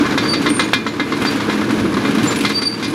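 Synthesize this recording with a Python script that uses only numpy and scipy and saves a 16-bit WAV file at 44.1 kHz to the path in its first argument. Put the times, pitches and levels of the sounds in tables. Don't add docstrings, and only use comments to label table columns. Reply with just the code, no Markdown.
import sys
import numpy as np
from scipy import signal
from scipy.fft import rfft, irfft, next_fast_len
from scipy.io import wavfile
from scipy.ndimage import map_coordinates

SR = 44100
rng = np.random.default_rng(int(sys.argv[2]) if len(sys.argv) > 2 else 0)


def waveform_to_disk(signal):
    frames = np.transpose(np.atleast_2d(signal))
    scaled = np.clip(frames, -1, 1) * 32767
    samples = np.round(scaled).astype(np.int16)
    wavfile.write(sys.argv[1], SR, samples)


N = 129654

# multiple of the firing rate, level/dB
ENGINE_HARMONICS = [(1, -37.5), (2, -42.5), (3, -36.5), (4, -37)]
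# t/s, level/dB
DRONE_LEVEL = [(0, -40), (1.0, -30.5), (1.35, -32.5), (1.7, -21.5), (2.05, -30), (2.3, -29), (2.94, -33.5)]
FIRING_HZ, DRONE_HZ = 113.7, 210.6

# t/s, level/dB
RUMBLE_LEVEL = [(0, -18), (.55, -19.5), (.75, -26), (.95, -26.5), (1.2, -21), (1.55, -21.5), (1.8, -18.5),
                (2.0, -18.5), (2.2, -18.5), (2.45, -21), (2.6, -26), (2.75, -28.5), (2.94, -21.5)]
# f/Hz, relative level/dB
RUMBLE_SPECTRUM = [(20, -85), (45, -30.5), (80, -15), (125, -8.5), (175, -5.5), (240, -4), (290, 2.5),
                   (335, -3), (385, -8), (460, -12), (560, -23), (800, -30.5), (2000, -68)]
# t/s, level/dB before the rise and decay, f/Hz
THUDS = [(0.004, 2, 289), (0.148, -1, 281), (0.272, -3.5, 279), (0.394, -4, 296), (0.499, -1.5, 291),
         (0.575, -13, 275), (0.632, -7, 317), (0.752, -5.5, 258), (0.868, -9, 256), (1.007, -1.5, 293),
         (1.125, -5.5, 293), (1.246, -5.5, 276), (1.342, -3, 284), (1.479, -4.5, 295), (1.721, 0, 311),
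         (1.842, -2, 334), (2.089, -5, 280), (2.171, -2, 219), (2.232, -5, 293), (2.47, -13, 280),
         (2.622, -7, 273), (2.835, -9.5, 296)]
# t/s, level/dB before the rise and decay, f/Hz
BUMPS = [(0.265, -30, 60), (1.215, -8.5, 115), (1.765, -18, 85), (1.812, -19, 62), (1.815, -7, 111),
         (2.765, -34, 105)]
THUD_RISE_S, THUD_T60_S = 0.0074, 0.082
BUMP_RISE_S, BUMP_T60_S = 0.0085, 0.073

# t/s, level/dB
TRACK_LEVEL = [(0.0, -21.5), (0.36, -23), (0.59, -24.5), (0.81, -30), (0.97, -28.5), (1.37, -24.5),
               (1.75, -24.5), (2.34, -22), (2.62, -30.5), (2.94, -29)]
# f/Hz, relative level/dB
GRIND_SPECTRUM = [(260, -20), (450, -3), (734, -7), (1080, -3.5), (1350, -6.5), (1660, -3.5), (1920, -12.5),
                  (2070, -7), (2820, -13.5), (3740, -15.5), (6970, -24.5), (7610, -31), (10500, -36),
                  (13400, -35), (15500, -56)]
# f/Hz, relative level/dB
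CLASH_SPECTRUM = [(150, -20), (450, 3.5), (750, -15.5), (1050, 4), (1900, -3.5), (2800, -12), (3900, -7),
                  (5200, -13.5), (8000, -25.5), (12000, -30), (16000, -77)]
GRIND_DB, GRIND_FLUTTER_DB = -2, 1.5
RATTLE_PER_S, RATTLE_DB, RATTLE_SPREAD_DB, RATTLE_T60_S = 55, -7, 7.5, 0.077

# t/s, level/dB
CRUNCH_LEVEL = [(0, -51), (.6, -39), (.92, -47), (1.25, -36), (1.6, -39.5), (2.0, -41.5), (2.38, -30),
                (2.7, -45), (2.94, -34.5)]
# t/s, level/dB, t60/s
STONES = [(0.418, -27, 0.17), (0.5032, -12.5, 0.0081), (0.734, -19, 0.079), (1.221, -23, 0.082),
          (1.264, -26, 0.055), (1.31, -25, .06), (1.36, -27, 0.067), (1.707, -28, 0.17), (2.061, -32, .05),
          (2.109, -26, 0.07), (2.149, -25, 0.088), (2.231, -24.5, 0.22), (2.318, -30, .07),
          (2.359, -20.5, 0.066), (2.408, -21.5, 0.12), (2.494, -22, 0.066)]
# f/Hz, relative level/dB
STONE_SPECTRUM = [(800, -9), (2500, 15.5), (6000, 3), (11000, 0), (16000, -18)]

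# t/s, level/dB, brightness/(dB per octave), ringing/dB, first push/dB
CLANKS = [(0.046, -12.5, -8, -9, -6), (0.177, -6.5, 3, -11, 5), (0.249, -13, -4, -13, -13),
          (0.335, -4, .5, -18.5, -4.5), (0.461, -1.5, -2, -17.5, -11), (0.594, 0, 0.5, -16, -2.5),
          (0.733, -2, 0.5, -11, 4), (0.865, -7, -0.5, -17, -1), (0.997, -5.5, -2.5, -12.5, -0.5),
          (1.121, -7.5, -1, -15.5, -8), (1.216, -11, -4.5, -10, -4), (1.251, -8, 1, -14.5, 6),
          (1.361, -22, -6, -9, -9), (1.405, -11.5, -2, -19, 3), (1.482, -13.5, -7, -15, -11),
          (1.496, -7.5, -1.5, -18.5, -4), (1.614, -13, -6.5, -13, -1), (1.701, -11.5, -6.5, -21, -2),
          (1.798, -23, 6, -27, 5), (1.851, -13, -6.5, -21, -14), (1.923, -18, -7, -21, 6),
          (1.968, -14, -7.5, -13, -15), (2.05, -7.5, -3.5, -15.5, -10), (2.182, -10, -0.5, -17.5, -4),
          (2.306, -11.5, 3, -25, -18), (2.448, -3.5, 1.5, -14, -3), (2.499, -6.5, 0.5, -21, -4),
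          (2.617, -9.5, 2, -17.5, -4), (2.826, -12, 2.5, -13.5, 1), (2.843, -12, 4.5, -21, -3)]
# f/Hz, level/dB, t60/s
SHOE_MODES = [(1073, -5.5, 0.12), (1447, -7, 0.13), (1687, -6, 0.22), (2080, -1, 0.2), (2422, -7, 0.33),
              (3270, -3, 0.11), (3510, -15.5, 0.39), (3655, -4, 0.14), (3970, -12.5, 0.1),
              (4060, -14, 0.28), (4300, -21, 0.35)]
# f/Hz, t60/s
CLASH_T60 = [(300, 0.089), (1500, 0.091), (4000, 0.21), (10000, 0.047)]
CLASH_DB, CLASH_ATTACK_S = -9, 0.0011
STRIKE_S, STRIKE_HZ = 0.00037, 1224
MODE_SCATTER_DB, MODE_DETUNE = 2, 0.004

# t/s at full strength, swell/s, hold/s, f/Hz, level/dB, octave overtone/dB
SQUEALS = [(0.255, .04, .012, 4650, -27, -22), (0.298, .02, .04, 4610, -16.5, -19),
           (0.503, .01, .02, 8820, -24, -40), (0.553, .02, .045, 8970, -24, -40),
           (0.644, .006, .005, 6800, -28, -30), (0.886, .008, .005, 7000, -37, -30),
           (1.278, .012, .01, 4690, -19, -28), (2.243, .008, .008, 10250, -32, -40),
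           (2.286, .012, .008, 7172, -17, -32), (2.37, .007, .025, 10175, -31, -40),
           (2.86, .02, .08, 9750, -46, -40), (2.566, .02, .026, 4640, -13.5, -25),
           (2.636, .02, .008, 4630, -18, -15), (2.659, .006, .021, 4645, -12.5, -20),
           (2.725, .02, .018, 4690, -25, -24), (2.848, .01, .01, 4860, -25, -24)]
# t/s, level/dB
SING_LEVEL = [(0, -55), (.45, -49), (.9, -64), (1.5, -48), (1.65, -53), (1.82, -48), (2.2, -50.5),
              (2.94, -62)]
SQUEAL_BEND, SQUEAL_WAVER = 0.003, 0.006
SQUEAL_ROUGH_DB, SQUEAL_T60_S, THIRD_DB = 1.3, 0.04, -37
SING_HZ, SING_WIDTH_HZ = 10230, 100
SQUEAL_ECHO, YARD_T60_S = 0.45, 0.48

TOP_HZ = 15750


def amp(db):
    return 10 ** (np.asarray(db) / 20)


def unit(x):
    return x / np.sqrt(np.mean(x ** 2) + 1e-20)


def along(points, hz):
    f, v = np.transpose(points)
    return np.interp(np.log(hz + 1), np.log(f + 1), v)


def curve(rows):
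    return np.interp(np.arange(N) / SR, *np.transpose(rows))


def wobble(rate):
    knots = rng.standard_normal(N // 8)
    return map_coordinates(knots, [np.arange(N) * rate / SR], mode="wrap")


def filtered(x, response):
    m = next_fast_len(len(x) + 8192)
    return irfft(rfft(x, m) * response(np.fft.rfftfreq(m, 1 / SR)), m)[:len(x)]


def coloured(x, spectrum):
    return unit(filtered(x, lambda hz: amp(along(spectrum, hz))))


def add(out, s, sound):
    i = max(0, round(s * SR))
    out[i:i + len(sound)] += sound[:max(0, N - i)]


def turning(hz, waver, rate):
    return 2 * np.pi * np.cumsum(hz * (1 + waver * wobble(rate))) / SR


def engine():
    phase = turning(FIRING_HZ, waver=0.0055, rate=14)
    firing = np.zeros(N)
    for multiple, db in ENGINE_HARMONICS:
        level = amp(db + 0.83 * wobble(17))
        firing += level * np.sin(round(multiple) * phase + rng.uniform(0, 2 * np.pi))
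    drone_level = amp(curve(DRONE_LEVEL) + 3.5 * wobble(16))
    drone = drone_level * np.sin(turning(DRONE_HZ, waver=0.014, rate=18))
    return np.sqrt(2) * (firing + drone)


def hull():
    rumble_level = amp(curve(RUMBLE_LEVEL) + 0.47 * wobble(24.43))
    out = rumble_level * coloured(rng.standard_normal(N), RUMBLE_SPECTRUM)
    t = np.arange(SR // 4) / SR
    for rows, rise, t60 in [(THUDS, THUD_RISE_S, THUD_T60_S), (BUMPS, BUMP_RISE_S, BUMP_T60_S)]:
        for s, db, hz in rows:
            shape = amp(db - 60 * t / t60) * (1 - np.exp(-(t / rise) ** 2))
            add(out, s, shape * np.sin(2 * np.pi * hz * t))
    return out


def bursts(per_s, spread_db, t60):
    kicks = (rng.random(N) < per_s / SR) * amp(spread_db * rng.uniform(-1, 1, N))
    decay = amp(-60 * np.arange(SR // 4) / SR / t60)
    power = signal.fftconvolve(kicks ** 2, decay ** 2)[:N]
    return np.sqrt(np.abs(power)) * rng.standard_normal(N)


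def links():
    flutter = amp(GRIND_DB + GRIND_FLUTTER_DB * wobble(27.7))
    grind = flutter * coloured(rng.standard_normal(N), GRIND_SPECTRUM)
    knocks = bursts(RATTLE_PER_S, RATTLE_SPREAD_DB, RATTLE_T60_S)
    rattle = amp(RATTLE_DB) * coloured(knocks, CLASH_SPECTRUM)
    return amp(curve(TRACK_LEVEL)) * (grind + rattle)


def gravel():
    crunch = coloured(bursts(per_s=220, spread_db=5, t60=0.053), STONE_SPECTRUM)
    out = amp(curve(CRUNCH_LEVEL)) * crunch
    t = np.arange(SR // 8) / SR
    for s, db, t60 in STONES:
        crack = coloured(rng.standard_normal(len(t)), STONE_SPECTRUM)
        add(out, s, amp(db - 60 * t / t60) * crack)
    return out


def shoe_clash(t, tilt):
    noise = coloured(rng.standard_normal(len(t)), CLASH_SPECTRUM)
    hz, when, bands = signal.stft(noise, SR, nperseg=128)
    decay = amp(-60 * when / along(CLASH_T60, hz)[:, None])
    return signal.istft(bands * tilt(hz)[:, None] * decay, SR, nperseg=128)[1][:len(t)]


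def shoe_ring(t, tilt):
    ring = np.zeros(len(t))
    for f, db, t60 in SHOE_MODES:
        level = tilt(f) * amp(db + rng.normal(0, MODE_SCATTER_DB) - 60 * t / t60)
        cycles = f * rng.normal(1, MODE_DETUNE) * t + rng.random()
        ring += level * np.sin(2 * np.pi * cycles)
    return ring


def clanks():
    out, t = np.zeros(N), np.arange(SR // 2) / SR
    for s, db, bright_db, ring_db, strike_db in CLANKS:
        tilt = lambda hz: amp(bright_db * np.log2(np.maximum(hz, 500) / 1800))
        clash = amp(CLASH_DB) * shoe_clash(t, tilt)
        ring = amp(ring_db) * shoe_ring(t, tilt)
        body = (clash + ring) * (1 - np.exp(-t / CLASH_ATTACK_S))
        push = np.exp(-(t / STRIKE_S - 1) ** 2)
        strike = push * np.sin(2 * np.pi * STRIKE_HZ * rng.normal(1, 0.077) * t)
        add(out, s, amp(db) * (body + amp(strike_db) * strike))
    return out


def whistle():
    resonance = lambda hz: 1 / (1 + ((hz - SING_HZ) / SING_WIDTH_HZ) ** 2)
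    return amp(curve(SING_LEVEL)) * unit(filtered(rng.standard_normal(N), resonance))


def yard_echo(x):
    t = np.arange(SR // 2) / SR
    tail = rng.standard_normal(len(t)) * amp(-60 * t / YARD_T60_S)
    return signal.fftconvolve(x, tail / np.linalg.norm(tail))[:N]


def squeals():
    out, now = np.zeros(N), np.arange(N) / SR
    for s, swell, hold, hz, db, octave_db in SQUEALS:
        t = now - s
        rise = np.exp(-(np.minimum(t, 0) / swell) ** 2)
        fall = amp(-60 * np.maximum(t - hold, 0) / SQUEAL_T60_S)
        phase = turning(hz * (1 + SQUEAL_BEND * wobble(50)), SQUEAL_WAVER, rate=400)
        tone = np.zeros(N)
        for k, level in enumerate([0, octave_db, THIRD_DB], 1):
            if k * hz < TOP_HZ:
                tone += amp(level) * np.sin(k * phase)
        out += amp(db + SQUEAL_ROUGH_DB * wobble(130)) * rise * fall * tone
    out += whistle()
    return out + SQUEAL_ECHO * yard_echo(out)


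def scene():
    return (engine() + hull() + clanks() + links() + gravel() + squeals())[None]


def record(dry):
    return np.array([filtered(np.clip(x, -1, 1), lambda hz: hz < TOP_HZ) for x in dry])


dry = scene()
out = record(dry)
waveform_to_disk(out)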